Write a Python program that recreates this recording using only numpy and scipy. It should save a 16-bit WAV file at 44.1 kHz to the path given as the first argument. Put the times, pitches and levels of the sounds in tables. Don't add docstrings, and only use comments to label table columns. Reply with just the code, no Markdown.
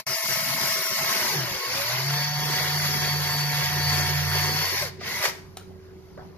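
import sys
import numpy as np
from scipy import signal
from scipy.fft import rfft, irfft, next_fast_len
from scipy.io import wavfile
from scipy.ndimage import uniform_filter1d

SR = 44100
rng = np.random.default_rng(int(sys.argv[2]) if len(sys.argv) > 2 else 0)


def volts_from_db(level):
    exponent = np.asarray(level, float) / 20
    return 10 ** exponent


def generate_wav(signal):
    frames = np.transpose(np.atleast_2d(signal))
    scaled = np.clip(frames, -1, 1) * 32767
    pcm = np.round(scaled).astype(np.int16)
    wavfile.write(sys.argv[1], SR, pcm)


N = 280917
FAST = next_fast_len(N, True)
T = np.arange(N) / SR
HZ = np.maximum(np.arange(FAST // 2 + 1) * SR / FAST, 1.)

# time in seconds, turns per second in Hz.
SPEED = [(1.15, 215.3), (1.23, 205), (1.4, 137), (1.5, 111), (1.6, 97), (1.7, 101), (2.1, 142), (2.25, 147),
         (2.6, 148.3), (2.9, 147.8), (3.5, 146), (4.0, 146.7), (4.45, 146), (4.76, 159), (4.83, 170),
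         (5.0, 60), (5.1, 165), (5.2, 202), (5.25, 203), (5.31, 150)]
BIT_OUT_S, LIFT_S = 4.66, 0.068


def unit(x):
    return x / np.sqrt(np.mean(x ** 2))


def curve(rows):
    s, *columns = np.transpose(rows)
    return [np.interp(T, s, c) for c in columns]


def shape(points):
    f, v = np.transpose(points)
    return np.interp(np.log(HZ), np.log(f), v)


def colour(x, gain):
    return irfft(rfft(x, FAST) * gain, FAST)[..., :N]


def peak(hz, width):
    return 1 / np.sqrt(1 + ((HZ - hz * hz / HZ) / width) ** 2)


def walk(rate):
    k = int(SR / rate)
    steps = np.repeat(rng.standard_normal(N // k + 1), k)
    return 1.47 * uniform_filter1d(uniform_filter1d(steps, k), k)[:N]


def tone(hz, wobble_db, rate, drift):
    phase = 2 * np.pi * np.cumsum(hz * np.ones(N)) / SR + drift * walk(rate)
    return np.sqrt(2) * volts_from_db(wobble_db * walk(rate)) * np.sin(phase)


def flicker(x, gain, flicker_db, rate, step=.5):
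    spectrum, out = rfft(x, FAST) * gain, 0
    audible = np.abs(gain) > np.abs(gain).max() / 1000
    low, high = np.log2(HZ[audible][[0, -1]])
    for centre in np.arange(max(5, low // step * step), high + step, step):
        offset = (np.log2(HZ) - centre) / (2 * step)
        band = np.cos(np.pi * np.clip(offset, -.5, .5)) ** 2
        out = out + volts_from_db(flicker_db * walk(rate)) * irfft(spectrum * band, FAST)[:N]
    return unit(out)


def swells(rows):
    return sum(volts_from_db(db) * np.exp(-(2 * (T - s) / length) ** 2) for s, length, db in rows)


def after(s, length):
    return np.clip((T - s) / length, 0, 1)


def gear_noise(speed, gears_hz):
    # frequency in Hz, level in dB per Hz.
    body_points = [(240, -76), (400, -11.5), (680, -4), (723, -7.5), (804, -7), (907, 0), (1250, -7),
                   (1500, -3.5), (2250, -3), (2420, -6), (3610, -8), (4600, -3), (6820, -13), (7930, -26.5),
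                   (11400, -16.5), (13900, -14.5), (15000, -31)]
    # frequency in Hz, width in Hz, level in dB.
    housing = [(1060, 22, -6), (4930, 1100, -13.5), (5670, 520, -4)]
    # frequency in Hz, width in Hz, level in dB.
    chuck_modes = [(1976, 42, 3), (2030, 35, -2), (2200, 38, 2)]
    free = after(BIT_OUT_S, LIFT_S)

    turn = 2 * np.pi * np.cumsum(speed) / SR
    teeth = rng.standard_normal(N) * (1 + 0.04 * np.cos(turn)) * volts_from_db(0.27 * walk(300))
    body = volts_from_db(shape(body_points)) * (1 + sum(volts_from_db(db) * peak(f, w) for f, w, db in housing))
    split = 1 / (1 + (HZ / 7200) ** 12)
    rattle = flicker(teeth, body * split, flicker_db=1.1, rate=24, step=.25)

    hiss_db = np.interp(speed, gears_hz, (-11, -8, -5.5)) + 0.81 * walk(9)
    hiss_db = hiss_db - 2.5 * after(4.85, .1)
    hiss_db = hiss_db - 14 * free * np.clip(1 - (speed - 60) / 60, 0, 1)
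    hiss = volts_from_db(hiss_db) * flicker(teeth, body * (1 - split), flicker_db=0.53, rate=20)

    held_db, free_db, wander_db = -8.5, 1.5, 1.2
    chuck_db = held_db + (free_db - held_db) * (free - after(5.22, 0.051))
    chuck_db = chuck_db + wander_db * (1 - 0.37 * free) * walk(16)
    ring = unit(colour(teeth, sum(volts_from_db(db) * peak(f, w) for f, w, db in chuck_modes)))
    return rattle + hiss + volts_from_db(chuck_db - 11.0) * ring


def motor_tones(speed, gears_hz):
    orders = (1, 3, 4, 5, 6, 6.25, 7.06, 9, 9.41, 10, 11.25, 12.2, 13.2, 15.26, 22.43, 3.13, 8.19, 10.27,
               10.55, 14.2, 23.4, 18.42)
    # dB bogged down, dB loaded, dB fast.
    order_levels = [(-65, -60, -58), (-62, -60, -44.5), (-68, -64, -54), (-43, -44, -49.5), (-68, -58, -48),
                    (-52, -45, -62), (-66, -52, -64), (-70, -62, -47), (-68, -51, -64), (-70, -66, -44),
                    (-52, -46.5, -58), (-62, -42, -60), (-62, -43, -56), (-62, -49, -62), (-56, -45.5, -70),
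                    (-62, -55, -50), (-64, -54, -49), (-66, -62, -46), (-66, -62, -51), (-64, -52, -64),
                    (-70, -51, -70), (-70, -54, -70)]
    fade_hz_per_s = 1500
    change = uniform_filter1d(np.gradient(speed) * SR, SR // 20)
    steady = 1 / (1 + np.abs(change) / fade_hz_per_s)
    tones = 0
    for k, db in zip(orders, order_levels):
        line = tone(k * speed, 1.6, rate=6 + 2.5 * min(k, 13), drift=.7)
        tones = tones + volts_from_db(np.interp(speed, gears_hz, db)) * line
    return tones * steady * (T < 5.36)


def work_rumble():
    # frequency in Hz, level in dB per Hz.
    rumble_points = [(20, -22), (60, -11), (130, -3), (220, 0), (300, -9), (400, 0), (520, -18),
                     (1100, -58)]
    level_db = -49 + 6 * np.clip(walk(18), -4, 1) - 6.5 * after(4.82, .05) - 19 * after(5.3, 0.085)
    return volts_from_db(level_db) * flicker(rng.standard_normal(N), volts_from_db(shape(rumble_points)), flicker_db=3, rate=16)


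def drill():
    # time in seconds, level in dB.
    boring = [(0.2, -31.5), (0.71, -26.5), (0.86, -32), (1.04, -28), (1.27, -26), (1.42, -30), (1.6, -33.5),
              (1.75, -29), (2.29, -33), (2.55, -28.5), (3.35, -31.5), (3.9, -29), (4.25, -31.5), (4.4, -28),
              (4.83, -30.5), (4.882, -38), (4.915, -57), (4.99, -59)]
    # time in seconds, level in dB.
    blip = [(5.011, -43), (5.014, -44), (5.064, -34), (5.215, -32.5), (5.235, -26.5), (5.26, -24),
            (5.296, -31.5), (5.324, -48.5), (5.44, -64.5)]
    gears_hz = (105, 146, 208)
    speed, = curve(SPEED)
    level_db = curve([*boring, *blip])[0] + 0.84 * walk(21.88)
    noise = volts_from_db(level_db - 3.0) * gear_noise(speed, gears_hz) + work_rumble()
    return noise, volts_from_db(level_db + 31.5) * motor_tones(speed, gears_hz)


def bit_squeal():
    # time in seconds, pitch in Hz.
    squeal_pitch = [(1.5, 4570), (1.86, 4600), (1.92, 4290), (1.99, 4490), (2.5, 4530), (4.4, 4514),
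                    (4.55, 4465), (4.72, 4458), (4.735, 4310)]
    # time in seconds, length in seconds, level in dB.
    bites = [(1.95, 0.053, -41), (2.2, 0.28, -31.5), (2.55, .1, -38), (2.8, .2, -38), (3.1, 0.16, -31),
             (3.4, 0.21, -29), (3.9, 0.25, -30), (4.48, 0.31, -32), (4.64, 0.1, -38), (4.73, 0.066, -35)]
    start_s, end_s = 1.61, 4.78
    hz, = curve(squeal_pitch)
    cutting = after(start_s - .08, 0.073) * (1 - after(end_s - .04, 0.039))
    return cutting * (volts_from_db(-37.5) + swells(bites)) * tone(hz, 1.7, rate=25, drift=0.66)


def whistles():
    # time in seconds, pitch in Hz.
    upper_pitch = [(.1, 5668), (.42, 5668), (.56, 5610), (.66, 5645), (.72, 5615), (.77, 5655), (.84, 5590),
                   (.9, 5620), (1.05, 5635)]
    # time in seconds, length in seconds, level in dB.
    lower_swells = [(.13, .16, -34.5), (.37, .13, -36), (.66, .2, -36), (1.0, .1, -43), (1.1, .08, -39)]
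    # time in seconds, length in seconds, level in dB.
    upper_swells = [(.13, .17, -32.5), (.32, .18, -34.5), (.6, .1, -39), (.74, .12, -35), (.88, .09, -36),
                    (1.05, .05, -39)]
    upper_hz, = curve(upper_pitch)
    between = volts_from_db(-49) * (T < 1.15)
    lower = (swells(lower_swells) + between) * tone(5043, 4.1, rate=33, drift=0.85)
    upper = (swells(upper_swells) + between) * tone(upper_hz, 4.1, rate=33, drift=0.85)
    return lower + upper


def groan():
    hz = 1087
    voice = tone(hz, 2, rate=20, drift=0.87) + tone(2 * hz, 2.3, rate=37, drift=.8)
    return swells([(1.643, 0.27, -37.5)]) * voice


def spin_up():
    start_s, rise_hz_per_s = 5.14, 500
    voices = sum(tone(f + rise_hz_per_s * (T - start_s), 2.5, rate=30, drift=.7) for f in (1955, 2070, 2180))
    return swells([(start_s, .16, -37)]) * voices


def brakes():
    # time in seconds, length in seconds, level in dB, pitch in Hz, glide in Hz per second.
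    glides = [
        (4.845, .06, -34, 545, -2600),
        (5.275, .045, -37, 500, -2400),
        (5.07, .07, -42, 450, 900),
    ]
    out = 0
    for s, length, db, hz, slope in glides:
        glide_hz = np.clip(hz + slope * (T - s), 100, 900)
        out = out + swells([(s, length, db)]) * tone(glide_hz, 1.0, rate=30, drift=0.25)
    return out


def bench():
    # time in seconds, pitch in Hz, level in dB.
    low_mode = [(1.0, 90, -65), (1.7, 90, -53), (2.48, 92, -62), (2.6, 92, -44), (3.3, 91, -41),
                (3.5, 89, -61), (3.63, 89.2, -40.5), (4.1, 89.6, -32.5), (4.3, 91, -32.5), (5.3, 91, -55.5),
                (5.72, 90.5, -47.5), (6.0, 83, -53)]
    # time in seconds, length in seconds, level in dB.
    jolts = [
        (.42, 0.18, -45.5),
        (.64, 0.065, -50),
        (1.04, 0.077, -43),
        (1.75, .14, -50),
        (4.83, 0.11, -43),
        (5.13, 0.14, -54),
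    ]
    shake_hz, width_hz, shake_db, grows_db_per_s = 140, 16, -32, 0.9
    speed, = curve(SPEED)
    tuned = np.exp(-((speed - shake_hz) / width_hz) ** 2)
    tuned = tuned * (1 - after(BIT_OUT_S - LIFT_S, LIFT_S))
    loose = unit(colour(rng.standard_normal(N), peak(134.0, 36) ** 2))
    shake = tone(speed, 1.8, rate=18, drift=0.2) + 0.21 * loose
    boom = volts_from_db(shake_db + grows_db_per_s * (T - 4.0)) * tuned * shake
    loose_gain = volts_from_db(-56.5 + 3.0 * walk(5.7)) * (T < 5.33) + swells(jolts)
    mode_hz, mode_db = curve(low_mode)
    creak_db = 3.5 * np.clip(walk(12.0), -3, 1) * (1 - after(2.4, .2))
    drone = tone(uniform_filter1d(mode_hz, SR // 4), 1.0, rate=10, drift=0.29)
    return boom + loose_gain * loose + volts_from_db(mode_db + creak_db - 1.0) * drone


def knocks():
    # time in seconds, peak in dB, ring in Hz, sharpness in dB, t60 in seconds.
    blows = [
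        (4.813, -37, 1060, -14, 0.036),
        (4.822, -23, 600, -10, 0.074),
        (5.013, -26.5, 700, -24, 0.04),
        (5.242, -23, 610, -8, 0.053),
        (5.255, -21, 900, -4.5, 0.058),
        (5.5704, -28, 760, -10, 0.035),
        (6.177, -32, 650, -40, 0.042),
    ]
    # ratio to the ring, level in dB, share of the t60.
    modes = [(1, 0, 1), (1.75, -2, 0.74), (2.9, -8, .4)]
    out, t = np.zeros(N), T[:SR // 6]
    for s, db, hz, sharp_db, t60 in blows:
        ring = 0
        for ratio, mode_db, share in modes:
            ring = ring + volts_from_db(mode_db) * np.sin(2 * np.pi * hz * ratio * t) * 1000. ** (-t / (t60 * share))
        grit = rng.standard_normal(len(t))
        crack = signal.lfilter([1, -.3], [1], grit) * 1000. ** (-t / 0.028)
        rattle = signal.lfilter([.5], [1, -.5], grit) * 1000. ** (-t / 0.23)
        i = int(s * SR)
        out[i:i + len(t)] += volts_from_db(db - 4.5) * (ring + volts_from_db(sharp_db + 13.0) * (crack + volts_from_db(-8.5) * rattle))
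    return out + chuck_tick()


def chuck_tick():
    start_s, level_db, hz, t60_s = 5.5704, -33, 3950, .02
    age = np.maximum(T - start_s, 0)
    return volts_from_db(level_db) * np.sin(2 * np.pi * hz * age) * 1000. ** (-age / t60_s)


def scuffs():
    # start in seconds, length in seconds, level in dB, centre in Hz, width in Hz.
    strokes = [
        (5.238, .04, -32.5, 1900, 400),
        (5.58, .06, -57, 1300, 300),
        (5.693, 0.063, -62, 650, 300),
        (5.845, 0.08, -62, 1450, 700),
        (6.17, 0.04, -46, 610, 303),
        (6.188, 0.086, -50, 740, 600),
        (6.177, 0.06, -53, 1450, 650),
        (6.274, 0.091, -61, 745, 350),
    ]
    out = 0
    for s, length, db, hz, width in strokes:
        grains = rng.standard_normal(N) * volts_from_db(2.0 * walk(150))
        age = (T - s) / length
        fade = np.clip(age * 12, 0, 1) * np.clip(1.9 * (1 - age), 0, 1)
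        out = out + volts_from_db(db) * fade * unit(colour(grains, peak(hz, 1.2 * width) ** 4))
    return out


def shop():
    # frequency in Hz, level in dB per Hz.
    floor_points = [(15, -44), (25, -8), (86, -4.5), (109, -1), (191, 1), (278, -35), (373, -3.5),
                    (501, -16.5), (903, -20.5), (978, -20.5), (7480, -45), (13800, -51), (15000, -59)]
    # frequency in Hz, width in Hz, level in dB.
    hum_lines = [(187.6, 9, -54), (376.5, 6, -49.5)]
    floor = volts_from_db(-46) * flicker(rng.standard_normal(N), volts_from_db(shape(floor_points)), flicker_db=1.2, rate=9)
    hum = sum(volts_from_db(db) * tone(f, 0.81, rate=w, drift=0.89) for f, w, db in hum_lines)
    duck_db, = curve([(0, -2), (1.8, -7), (2.6, -2), (4.8, -7.5), (5.3, -5.5)])
    return volts_from_db(duck_db) * floor, volts_from_db(duck_db) * hum


def echoes(t60):
    tail = rng.standard_normal((2, N)) * 1000. 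** (-T / t60) * (T > .004)
    return rfft(tail / np.sqrt(np.sum(tail ** 2, axis=1, keepdims=True)), FAST)


def scatter(x):
    frames = signal.stft(x, nperseg=512, noverlap=384)[2]
    turned = frames * np.exp(2j * np.pi * rng.random((2,) + frames.shape))
    return 2 * signal.istft(turned, nperseg=512, noverlap=384)[1][:, :N]


def scene():
    # frequency in Hz, level in dB.
    diffuse = [(30, -5), (60, 0), (150, -5.5), (300, 3), (1000, -0.5), (3000, 0.5), (6000, 2), (9000, 3.5),
               (12000, 5)]
    # frequency in Hz, left minus right in dB.
    port_balance = [(60, -4), (110, -2), (200, -0.5), (380, -0.5), (700, -3.5), (1290, 3), (2380, -3),
                    (4400, 2), (8120, 7.5), (15000, -6)]
    # time in seconds, left minus right in dB.
    lean = [(.25, 2.1), (.8, 1), (1.75, 0), (2.25, -0.1), (3.25, -0.5), (4.25, -0.3), (4.9, 0.5), (5.7, 0)]
    rattle, tones = drill()
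    floor, hum = shop()
    noise = rattle + floor + scuffs()
    sing = bit_squeal() + whistles() + groan() + spin_up() + brakes()
    low = tones + volts_from_db(1.5) * (hum + bench())

    side = np.array([[1], [-1]])
    lead = np.exp(1j * side * np.pi * HZ / SR)
    late = volts_from_db(-5 + 0.33 * shape(diffuse)) * echoes(0.41) / np.sqrt(1 + (HZ / 4000) ** 2)
    heard = colour(noise, lead ** 4.17 + late)
    heard = heard + colour(knocks(), volts_from_db(-2.0) * (lead ** 2 + late))
    heard = heard + colour(low, lead ** 4.0 + .45 * late)
    heard = heard + colour(sing, volts_from_db(-5) * (lead ** 2 + .3 * late))
    heard = heard + colour(scatter(noise), volts_from_db(shape(diffuse)))
    ports = colour(heard, volts_from_db(side * shape(port_balance) / 2 - 2.5))
    return ports * volts_from_db(side * curve(lean)[0] / 2)


def without(x, low_hz, high_hz, when):
    steep = max(16, 16 / np.log(high_hz / low_hz))
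    above = 1 + np.tanh(steep * np.log(HZ / low_hz))
    below = 1 + np.tanh(steep * np.log(high_hz / HZ))
    return x - colour(x, above * below / 4) * np.clip(when, 0, 1)


def band_limit(x):
    return signal.sosfilt(signal.butter(12, 15790, fs=SR, output="sos"), x)


def record(dry):
    # time in seconds, gain in dB.
    dropout = [(0, 1.5), (.012, -11.5), (.036, -35), (.056, -67), (.0615, -38), (.0655, -20), (.0665, 2.5)]
    # centre in seconds, length in seconds, from Hz, to Hz.
    low_gaps = [(0.194, 0.089, 20, 570), (0.277, 0.012, 20, 2110), (0.35, 0.0088, 20, 900),
                (0.392, .012, 20, 520), (0.16, 0.032, 1250, 1590), (0.228, .03, 1300, 1720),
                (0.434, 0.019, 680, 1000), (0.553, 0.013, 670, 1810), (.545, .035, 320, 520),
                (0.656, 0.016, 300, 520), (0.747, 0.011, 20, 420), (0.785, 0.084, 740, 950),
                (0.839, .018, 20, 706), (.885, 0.016, 20, 600), (.89, 0.037, 670, 950),
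                (0.942, 0.054, 650, 940), (.89, 0.033, 1440, 1880), (0.963, 0.035, 1420, 1710),
                (.975, .045, 250, 520), (1.042, 0.01, 20, 400), (1.315, 0.056, 1270, 1450),
                (1.854, 0.058, 690, 850), (1.94, .1, 8400, 9600), (2.297, .08, 8400, 10200),
                (.21, 0.16, 730, 835), (1.966, 0.042, 490, 570), (2.044, 0.058, 410, 577),
                (0.598, 0.014, 20, 610), (0.442, 0.14, 304, 520), (0.717, 0.059, 250, 550),
                (0.857, 0.086, 20, 209), (0.955, 0.058, 20, 160), (1.14, 0.052, 20, 160),
                (1.627, 0.079, 20, 318), (1.974, 0.19, 175, 316), (2.337, 0.13, 240, 520),
                (3.867, 0.086, 190, 430), (4.82, .04, 200, 340), (1.45, .15, 215, 300), (4.3, .3, 200, 270),
                (2.25, .3, 20, 60), (.5, .2, 20, 70), (5.246, 0.054, 20, 327)]
    # centre in seconds, length in seconds.
    high_gaps = [(1.42, .18), (1.67, .12), (1.94, .18), (2.35, .2), (2.92, .3), (3.16, .1), (3.65, .28),
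                 (4.2, .15), (4.62, .07), (4.75, .06), (5.08, .06), (5.52, .08), (5.68, .24), (5.92, .2),
                 (6.2, .3)]
    # from Hz, to Hz, rarity in spreads.
    holes = [(15, 70, .5), (230, 330, .6), (330, 420, .5), (420, 540, .5), (760, 860, 1.0),
             (1150, 1300, 1.4), (1350, 1550, 1.3), (1600, 1750, 1.5), (2450, 2700, 1.4), (2750, 3000, 1.3),
             (3100, 3300, 1.3), (3400, 3700, 1.1), (3900, 4200, 1.6), (7600, 8250, .7), (8250, 8800, .7),
             (8800, 9300, .9), (9300, 9800, .9), (9800, 10300, .7)]
    gaps = [*low_gaps, *((s, length, 7600, 8400) for s, length in high_gaps)]
    for s, length, low_hz, high_hz in gaps:
        dry = without(dry, low_hz, high_hz, 1.8 - 2.4 * np.abs(T - s) / length)
    for low_hz, high_hz, rarity in holes:
        sooner = .1 * (T < 1.25) * (high_hz < 1800)
        dry = without(dry, low_hz, high_hz, 6 * (walk(36) - rarity + sooner) * (T < 4.8))
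    gate_db, = curve(dropout)
    top_cut = signal.ellip(14, .2, 70, 14700, fs=SR, output="sos")
    return band_limit(signal.sosfilt(top_cut, dry * volts_from_db(gate_db)))


dry = scene()
out = record(dry)
generate_wav(out)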